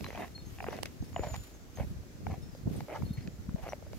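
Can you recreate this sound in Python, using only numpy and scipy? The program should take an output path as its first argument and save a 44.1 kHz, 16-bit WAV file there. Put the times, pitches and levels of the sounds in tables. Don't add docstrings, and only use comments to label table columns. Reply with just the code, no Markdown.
import sys
import numpy as np
from scipy import signal
from scipy.fft import rfft, irfft
from scipy.io import wavfile
from scipy.ndimage import uniform_filter1d

SR = 44100
rng = np.random.default_rng(int(sys.argv[2]) if len(sys.argv) > 2 else 0)


def store_wav(level_fs):
    pcm = np.round(np.clip(np.atleast_2d(level_fs), -1, 1) * 32767)
    wavfile.write(sys.argv[1], SR, pcm.T.astype(np.int16))


N = 175518


def amp(db):
    return 10 ** (np.asarray(db) / 20)


def unit_rms(x):
    return x / np.sqrt(np.mean(x ** 2) + 1e-20)


def curve_at(points, hz):
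    point_hz, value = np.transpose(points)
    return np.interp(np.log(hz + 1), np.log(point_hz + 1), value)


def place(mix, start, sound, pan_db=0, lag_s=0):
    panned = sound * amp([[pan_db / 2], [-pan_db / 2]])
    for channel, delay, part in zip(mix, (0, lag_s), panned):
        into = channel[max(round((start + delay) * SR), 0):][:len(part)]
        into += part[:len(into)]


# frequency in Hz, left-right likeness from 0 to 1.
LIKENESS = [(60, 0.12), (400, 0.79), (1000, 0.043), (4000, 0.029), (12000, 0.02)]

def patchy_noise(spectrum, patchy_db):
    frames, hz = N // 256 + 5, np.fft.rfftfreq(1024, 1 / SR)
    a, b, c, d, patches = rng.standard_normal((frames, 513, 5)).T
    patches = uniform_filter1d(patches, size=12, axis=0)
    patches = unit_rms(uniform_filter1d(patches, size=10, axis=1))
    likeness = curve_at(LIKENESS, hz)[:, None]
    left = a + 1j * b
    right = likeness * left + np.sqrt(1 - likeness ** 2) * (c + 1j * d)
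    colour = amp(curve_at(spectrum, hz)[:, None] + patchy_db * patches)
    _, noise = signal.istft(np.array([left, right]) * colour, nperseg=1024, noverlap=768)
    return unit_rms(noise[:, :N])


# start in seconds, length in seconds, level in dB.
SWISHES = [(-.05, 0.21, -56), (0.128, 0.22, -58.5), (0.4, 0.36, -61), (0.64, 0.4, -61), (0.99, 0.22, -63),
           (1.17, 0.45, -58), (1.727, 0.23, -60), (2.25, 0.19, -64), (2.527, 0.12, -68),
           (2.664, 0.27, -58.5), (2.9, 0.28, -60.5), (3.59, 0.21, -61.5), (3.913, 0.22, -60.5)]
# frequency in Hz, relative level in dB.
CLOTH_SPECTRUM = [(2500, 0.5), (5000, -2), (8500, -8), (10500, -5), (13500, -2.5), (15800, -12.5)]

def trouser_swish(skew=0.69, grit_db=2):
    t = np.arange(N) / SR
    swell = sum(amp(db) * np.sin(np.pi * np.clip((t - start) / length, 0, 1) ** skew)
                for start, length, db in SWISHES)
    grit = unit_rms(uniform_filter1d(rng.standard_normal(N), size=500))
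    return swell * amp(grit_db * grit) * patchy_noise(CLOTH_SPECTRUM, patchy_db=0.7)


# frequency in Hz, relative level in dB.
AIR_SPECTRUM = [(15, -5), (25, 4.5), (64, 0), (107, -10), (299, -10), (380, -13.5), (977, -25.5),
                (1920, -27), (3120, -32), (6280, -30), (7580, -33), (8680, -40.5), (12300, -36.5),
                (15700, -39.5)]

def outdoor_hiss(level_db=-50):
    return amp(level_db) * patchy_noise(AIR_SPECTRUM, patchy_db=0.6)


def eddy(hz, width_cycles=0.26):
    cycles = np.arange(-1.5 * SR / hz, 1.5 * SR / hz) * hz / SR
    return np.sin(2 * np.pi * cycles - 0.5) * np.exp(-(cycles / width_cycles) ** 2 / 2)


def eddy_stream(times, db, hz, per_s, spread_db=4.5, spread_octaves=0.72):
    out = np.zeros((2, N))
    for when, big, pitch, side, flip in rng.random((round(2 * per_s * N / SR), 5)):
        at = when * N / SR
        lump = eddy(np.interp(at, times, hz) * 2 ** (spread_octaves * (2 * pitch - 1)))
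        push = amp(-spread_db * np.log(big + 0.02)) * np.sign(flip - 0.3)
        one_port = np.outer([side < 0.5, side >= 0.5], lump)
        place(out, at - len(lump) / SR / 2, push * one_port)
    return unit_rms(out) * amp(np.interp(np.arange(N) / SR, times, db))


# time in seconds, level of the large eddies in dB,
# their centre in Hz, small eddies against the large in dB.
GUSTS = [(0.0, -25.5, 112, -8), (0.03, -39.5, 96, -7.5), (0.08, -57.5, 96.5, 10.5), (0.15, -40, 96, -27),
         (0.202, -54.5, 121, 17), (0.36, -50, 101, -15), (0.76, -45, 117, -3.5), (.92, -49, 110, -8),
         (1.409, -41, 101, -26), (1.45, -111, 93.3, -8), (1.5, -78, 149, -8), (1.6, -51.5, 85, -28),
         (1.72, -56.5, 118, -18), (1.82, -34, 92, -30), (2.09, -56.5, 125, -11.5), (2.32, -34.5, 104, -9),
         (2.349, -43, 118, -3), (2.58, -49.5, 108, -53), (2.672, -35, 150, -3.5), (2.77, -37, 140, -6.5),
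         (2.83, -35, 133, -21), (2.88, -64, 118, -5), (3.03, -33, 127, -10), (3.17, -44, 88, -30),
         (3.271, -41.5, 139, -3), (3.34, -47.5, 88, -24), (3.56, -45, 131, -7), (3.58, -55, 122, -16),
         (3.62, -45, 85, -12), (3.71, -51, 99, -16), (3.98, -47.5, 89, -6)]
# time in seconds, level in dB, pitch in Hz, pan in dB.
WIND_BUFFETS = [(0.009, -32.5, 73.6, -10), (0.518, -35.5, 68.6, 12), (1.001, -24, 93, -3),
                (1.027, -28, 196, -3), (1.197, -27.5, 70.6, 11.5), (1.267, -31, 116, -10),
                (1.312, -28.5, 72, -8), (1.396, -31.5, 73.5, 5), (1.798, -26, 84, -10.5),
                (1.908, -31, 102, 4), (1.998, -33.5, 66.5, -5), (2.263, -27.5, 118, 3),
                (2.296, -33, 98, -1), (2.655, -27, 108, -6), (2.674, -19, 169, 2), (2.712, -30, 160, -13),
                (3.015, -30.5, 127, 8), (3.107, -22, 133, 0), (3.178, -24.5, 111, 2), (3.282, -31, 143, -7),
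                (3.487, -23.5, 138, 2.5), (3.542, -20, 124, 5.5)]

def wind():
    times, gust_db, centre_hz, small_db = np.transpose(GUSTS)
    rumble = eddy_stream(times, gust_db, centre_hz, per_s=130)
    flutter = eddy_stream(times, gust_db + small_db, hz=np.full_like(times, 271), per_s=250)
    out = rumble + flutter
    for at, db, hz, pan_db in WIND_BUFFETS:
        lump = amp(db) * eddy(hz)
        place(out, at - len(lump) / SR / 3, lump, pan_db, lag_s=rng.normal(0.00016, 0.0022))
    return out


# multiple of the pitch, level in dB, 60 dB decay in seconds.
BODY_MODES = [(.7, -2, 0.013), (1.0, 3, 0.018), (1.4, 4.5, 0.009), (1.9, -2.5, 0.007), (2.4, -6, 0.0085)]
# frequency in Hz, level in dB, 60 dB decay in seconds.
BRIGHT_MODES = [(1888, 4, 0.0094), (2228, -1, 0.015), (2708, -2.5, 0.011), (3390, -9, 0.0064)]
SNOW_PAN_DB, SNOW_LAG_S = 0.5, 0.00005

def snow_ring(modes, scale, stretch, detune, rise_s=0.0017, phase_spread_rad=0.52):
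    t = np.arange(2600) / SR
    freq, db, t60 = np.transpose(modes)[:, :, None]
    is_main = abs(freq - 1) < 0.1
    t60 = t60 * np.where(is_main, stretch, min(stretch, 1))
    tune, start_phase, left, right = rng.standard_normal((4, len(modes), 1))
    phase = 2 * np.pi * scale * freq * (1 + detune * tune) * t + start_phase
    attack = np.minimum(t / rise_s / stretch, 1) ** 2
    envelope = attack * amp(db - 60 * t / t60)
    return np.array([(envelope * np.sin(phase + phase_spread_rad * port)).sum(0)
                     for port in (left, right)])


def snow_grain(pitch_hz, stretch=1, snap_s=0.0017, snap_hz=(3160, 6560)):
    body = snow_ring(BODY_MODES, pitch_hz, stretch, detune=0.05)
    bright = snow_ring(2 * BRIGHT_MODES, 1, min(stretch, 1), detune=0.095)
    t = np.arange(body.shape[1]) / SR
    puff = rng.standard_normal(body.shape) * np.exp(-t / snap_s)
    snap = signal.lfilter(*signal.butter(3, snap_hz, "band", fs=SR), puff)
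    return [layer / abs(layer).max() for layer in (body, bright, snap)]


# start in seconds, peak of the body in dB, bright ring and snap against
# the body in dB (before their trims), pitch in Hz, stretch factor of the ring time.
CRUST_CRACKS = [(0.008, -37, 3, -8, 570, 0.43), (0.043, -32.5, 2.5, -4, 1110, 0.87),
                (0.064, -35.5, 3, -21, 1000, 0.68), (0.084, -38.5, -3, -7, 510, 1.4),
                (0.104, -31, -1, -25, 484, 0.78), (0.129, -37, -4, -26, 630, 0.7),
                (0.148, -35.5, -1, -26, 685, 1.3), (0.156, -38.5, 2, -11, 920, 1.1),
                (0.175, -31, -1, -20, 677, 0.87), (0.197, -37, 0, -34, 714, 0.79),
                (0.205, -28, -30, -37, 467, 1.23), (0.378, -47, 2, -15, 940, 0.78),
                (0.585, -40.5, 4, -26, 786, 1.05), (0.603, -32, 4.5, -37, 740, 1.56),
                (0.625, -32.5, -4, -22, 650, 1.3), (0.641, -26.5, -4.5, -39, 674, 1.04),
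                (0.665, -32.5, -5, -35, 720, 0.85), (0.684, -25, -3.5, -31, 522, 1.1),
                (0.715, -39, -22, -28, 860, .9), (0.728, -30, -25, -31, 860, 0.99),
                (0.787, -29.5, -9.5, -31, 670, 0.85), (0.856, -39, 11, 4, 606, 0.82),
                (1.024, -44.5, -30, -7, 726, 1.3), (1.129, -46, -3, -12, 859, 0.82),
                (1.143, -42.5, -4, -32, 1050, 1.05), (1.161, -23, -6.5, -29, 667, 1.56),
                (1.194, -24, -11.5, -34, 460, 0.64), (1.233, -25.5, -21, -32, 688, 1.4),
                (1.248, -31, -18, -32, 595, 1.5), (1.341, -31, -29, -27, 785, 1.2),
                (1.548, -49, -6, -29, 540, 1.1), (1.772, -39.5, -3, -10, 774, 1.03),
                (1.798, -30.5, -29, -33, 547, 0.9), (2.267, -23.5, -7.5, -30, 685, 0.71),
                (2.549, -40.5, -37, -9, 525, 1.44), (2.673, -35, -34, -35, 503, 0.68),
                (2.748, -49, -22, -30, 790, .9), (2.805, -32.5, -5, -13.5, 724, 1.01),
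                (2.883, -34.5, -13, -27, 553, 1), (3.022, -35.5, -7, -35, 870, 0.75),
                (3.274, -42.5, 6, -1.5, 574, 1.4), (3.41, -56, -5, -22, 526, 1.1),
                (3.493, -40.5, -36, -37, 1010, 0.56), (3.559, -35.5, -16, -23, 625, 1.25),
                (3.583, -40.5, -27, -30, 640, 2.8), (3.632, -40.5, -12, -25, 793, 2.5),
                (3.664, -33.5, -9, -31, 600, 1.1), (3.67, -29.5, -11, -37, 665, 0.53),
                (3.68, -33.5, -2, -20, 640, 0.63), (3.688, -29.5, -6.5, -20, 600, 0.68),
                (3.723, -30, -8, -21, 740, 0.47), (3.731, -25.5, -5.5, -34, 613, 1.38),
                (3.824, -39.5, -27, -30, 557, 0.99), (3.865, -42, -24, -23, 593, 1.4),
                (3.931, -34.5, -10, -13, 615, 1.17)]

def crust_cracks(bright_trim_db=-2.5, snap_trim_db=2.5):
    out = np.zeros((2, N))
    for start, db, bright_db, snap_db, pitch_hz, stretch in CRUST_CRACKS:
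        body, bright, snap = snow_grain(pitch_hz, stretch)
        crack = body + amp(bright_db + bright_trim_db) * bright + amp(snap_db + snap_trim_db) * snap
        place(out, start, amp(db) * crack, SNOW_PAN_DB, SNOW_LAG_S)
    return out


# start, rise and fall in seconds, level of the body in dB,
# bright ring and snap against the body in dB, pitch in Hz.
BOOT_PRESSES = [(.03, 0.011, 0.43, -56.5, -1.5, -8, 777), (0.129, 0.098, 0.042, -42.5, -6, -27, 732),
                (0.66, 0.0039, 0.039, -48, -1, -30, 810), (0.681, 0.029, 0.12, -45.5, -6.5, -15, 657),
                (.855, 0.0045, 0.038, -61.5, 4, 2, 616), (1.165, 0.016, 0.075, -46, -10, -26, 600),
                (1.221, 0.011, 0.12, -42.5, -10.5, -14.5, 626), (1.325, 0.018, 0.032, -44.5, -5, -11, 840),
                (1.765, 0.022, 0.083, -43, -9.5, -33, 578), (2.27, 0.051, 0.063, -48.5, -9, -18, 730),
                (2.665, 0.012, .11, -52.5, -32, -24, 420), (2.69, 0.058, 0.28, -65.5, -9, -3, 740),
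                (2.875, 0.032, 0.12, -42, -11.5, -34, 586), (2.929, 0.024, 0.041, -40, -17.5, -19, 867),
                (3.16, 0.0069, 0.12, -65, 6.5, -1, 734), (3.55, 0.036, 0.072, -55.5, -9, -19, 606),
                (3.62, 0.0072, 0.14, -51.5, -6.5, -15, 790)]

def snow_crunch(grains_per_s=600, spread_db=1.5, variants=8):
    out, t = np.zeros((2, N)), np.arange(SR // 4) / SR
    for start, rise, fall, db, bright_db, snap_db, pitch_hz in BOOT_PRESSES:
        pressure = np.sin(np.pi / 2 * np.interp(t, [0, rise, rise + fall], [0, 1, 0])) ** 2
        big, chance, pick = rng.random((3, len(t)))
        breaks = pressure * amp(-spread_db * np.log(big + 0.054)) * (chance < grains_per_s / SR)
        breaks *= np.linalg.norm(pressure) / (np.linalg.norm(breaks) + 1e-9)
        for variant in range(variants):
            body, bright, snap = (layer / np.linalg.norm(layer[0]) for layer in snow_grain(pitch_hz))
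            grain = amp(db) * (body + amp(bright_db) * bright + amp(snap_db) * snap)
            hits = breaks * ((pick * variants).astype(int) == variant)
            place(out, start, signal.oaconvolve(hits[None], grain, axes=1), SNOW_PAN_DB, SNOW_LAG_S)
    return out


KEY_MODES = {"a": [(4278, 0, .26), (4250, -12, .3), (10710, -12, .05), (11450, -17, .06)],
             "b": [(7005, 0, .75), (6955, -10, .45)], "c": [(6397, 0, .16)], "d": [(4931, 0, .3),
             (9600, -6, .12)], "e": [(5306, 0, .45), (3685, -6, .3), (9491, -1, .08)],
             "f": [(5832, 0, .15)], "g": [(3680, 0, .2), (9200, -14, .2)], "h": [(9006, 0, .09),
             (8263, 0, .12), (10240, -5, .15)], "i": [(4050, 0, .14), (12100, -10, .1)],
             "j": [(10710, 0, .09), (11470, -5, .16), (13400, -8, .12), (14800, -6, .07)]}
# start in seconds, key letter, level in dB.
KEY_CLINKS = [(0.044, "i", -49.5), (0.076, "c", -61), (.125, "c", -68), (.195, "g", -62), (.347, "a", -48),
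              (.4, "g", -65), (.452, "b", -73), (.458, "c", -58), (0.573, "b", -75), (0.626, "d", -63),
              (.705, "f", -61), (1.018, "c", -62), (1.045, "e", -68), (1.136, "b", -62), (1.164, "b", -64),
              (1.284, "b", -55), (1.324, "c", -56), (1.54, "c", -60), (1.754, "c", -56.5), (2.42, "e", -63),
              (2.518, "d", -64.5), (2.762, "h", -61), (3.045, "j", -63), (3.131, "j", -59),
              (1.21, "b", -66), (3.05, "a", -59.5), (3.088, "g", -60.5), (3.131, "a", -58.5),
              (3.196, "a", -77), (3.222, "d", -66), (3.265, "b", -72), (3.692, "f", -52)]

def pocket_keys(rise_s=0.0021, waver_db=3.5):
    out, t = np.zeros((2, N)), np.arange(SR // 2) / SR
    attack = np.minimum(t / rise_s, 1)
    for start, key, db in KEY_CLINKS:
        ring = sum(amp(mode_db - 60 * t / t60) * np.sin(2 * np.pi * hz * (start + t))
                   for hz, mode_db, t60 in KEY_MODES[key])
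        waver = np.interp(t, np.linspace(0, t[-1], num=60), rng.standard_normal(60))
        clink = amp(db + waver_db * waver) * np.sqrt(2) * attack * ring
        place(out, start, clink, pan_db=3, lag_s=0.00002)
    return out


# start in seconds, peak in dB, pan in dB, decay time in seconds.
CLOSE_TICKS = [(0.766, -37, -2, 0.0012), (0.8286, -30, 2, 0.00077), (0.832, -21.5, -11.5, 0.00087),
               (0.858, -37.5, 17, 0.0021), (1.363, -35, 9, 0.002)]
# frequency in Hz, relative level in dB.
TICK_SPECTRUM = [(180, -26), (300, 7), (2090, -5), (3490, -0.5), (6670, -13), (11000, -13), (15800, -19)]

def close_ticks():
    out, t = np.zeros((2, N)), np.arange(512) / SR
    colour = amp(curve_at(TICK_SPECTRUM, np.fft.rfftfreq(512, 1 / SR)))
    for start, db, pan_db, decay_s in CLOSE_TICKS:
        noise = irfft(rfft(rng.standard_normal((2, 512))) * colour)
        tick = noise * np.exp(-t / decay_s)
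        place(out, start, amp(db) * tick / abs(tick).max(1, keepdims=True), pan_db)
    return out


def scene():
    beds = trouser_swish() + outdoor_hiss() + wind()
    return beds + crust_cracks() + snow_crunch() + pocket_keys() + close_ticks()


def record(dry):
    low_cut = signal.butter(3, 42, "high", fs=SR)
    high_cut = signal.firwin(511, 15850, window=("kaiser", 9), fs=SR)
    return signal.oaconvolve(signal.lfilter(*low_cut, dry), high_cut[None], "same")


dry = scene()
out = record(dry)
store_wav(out)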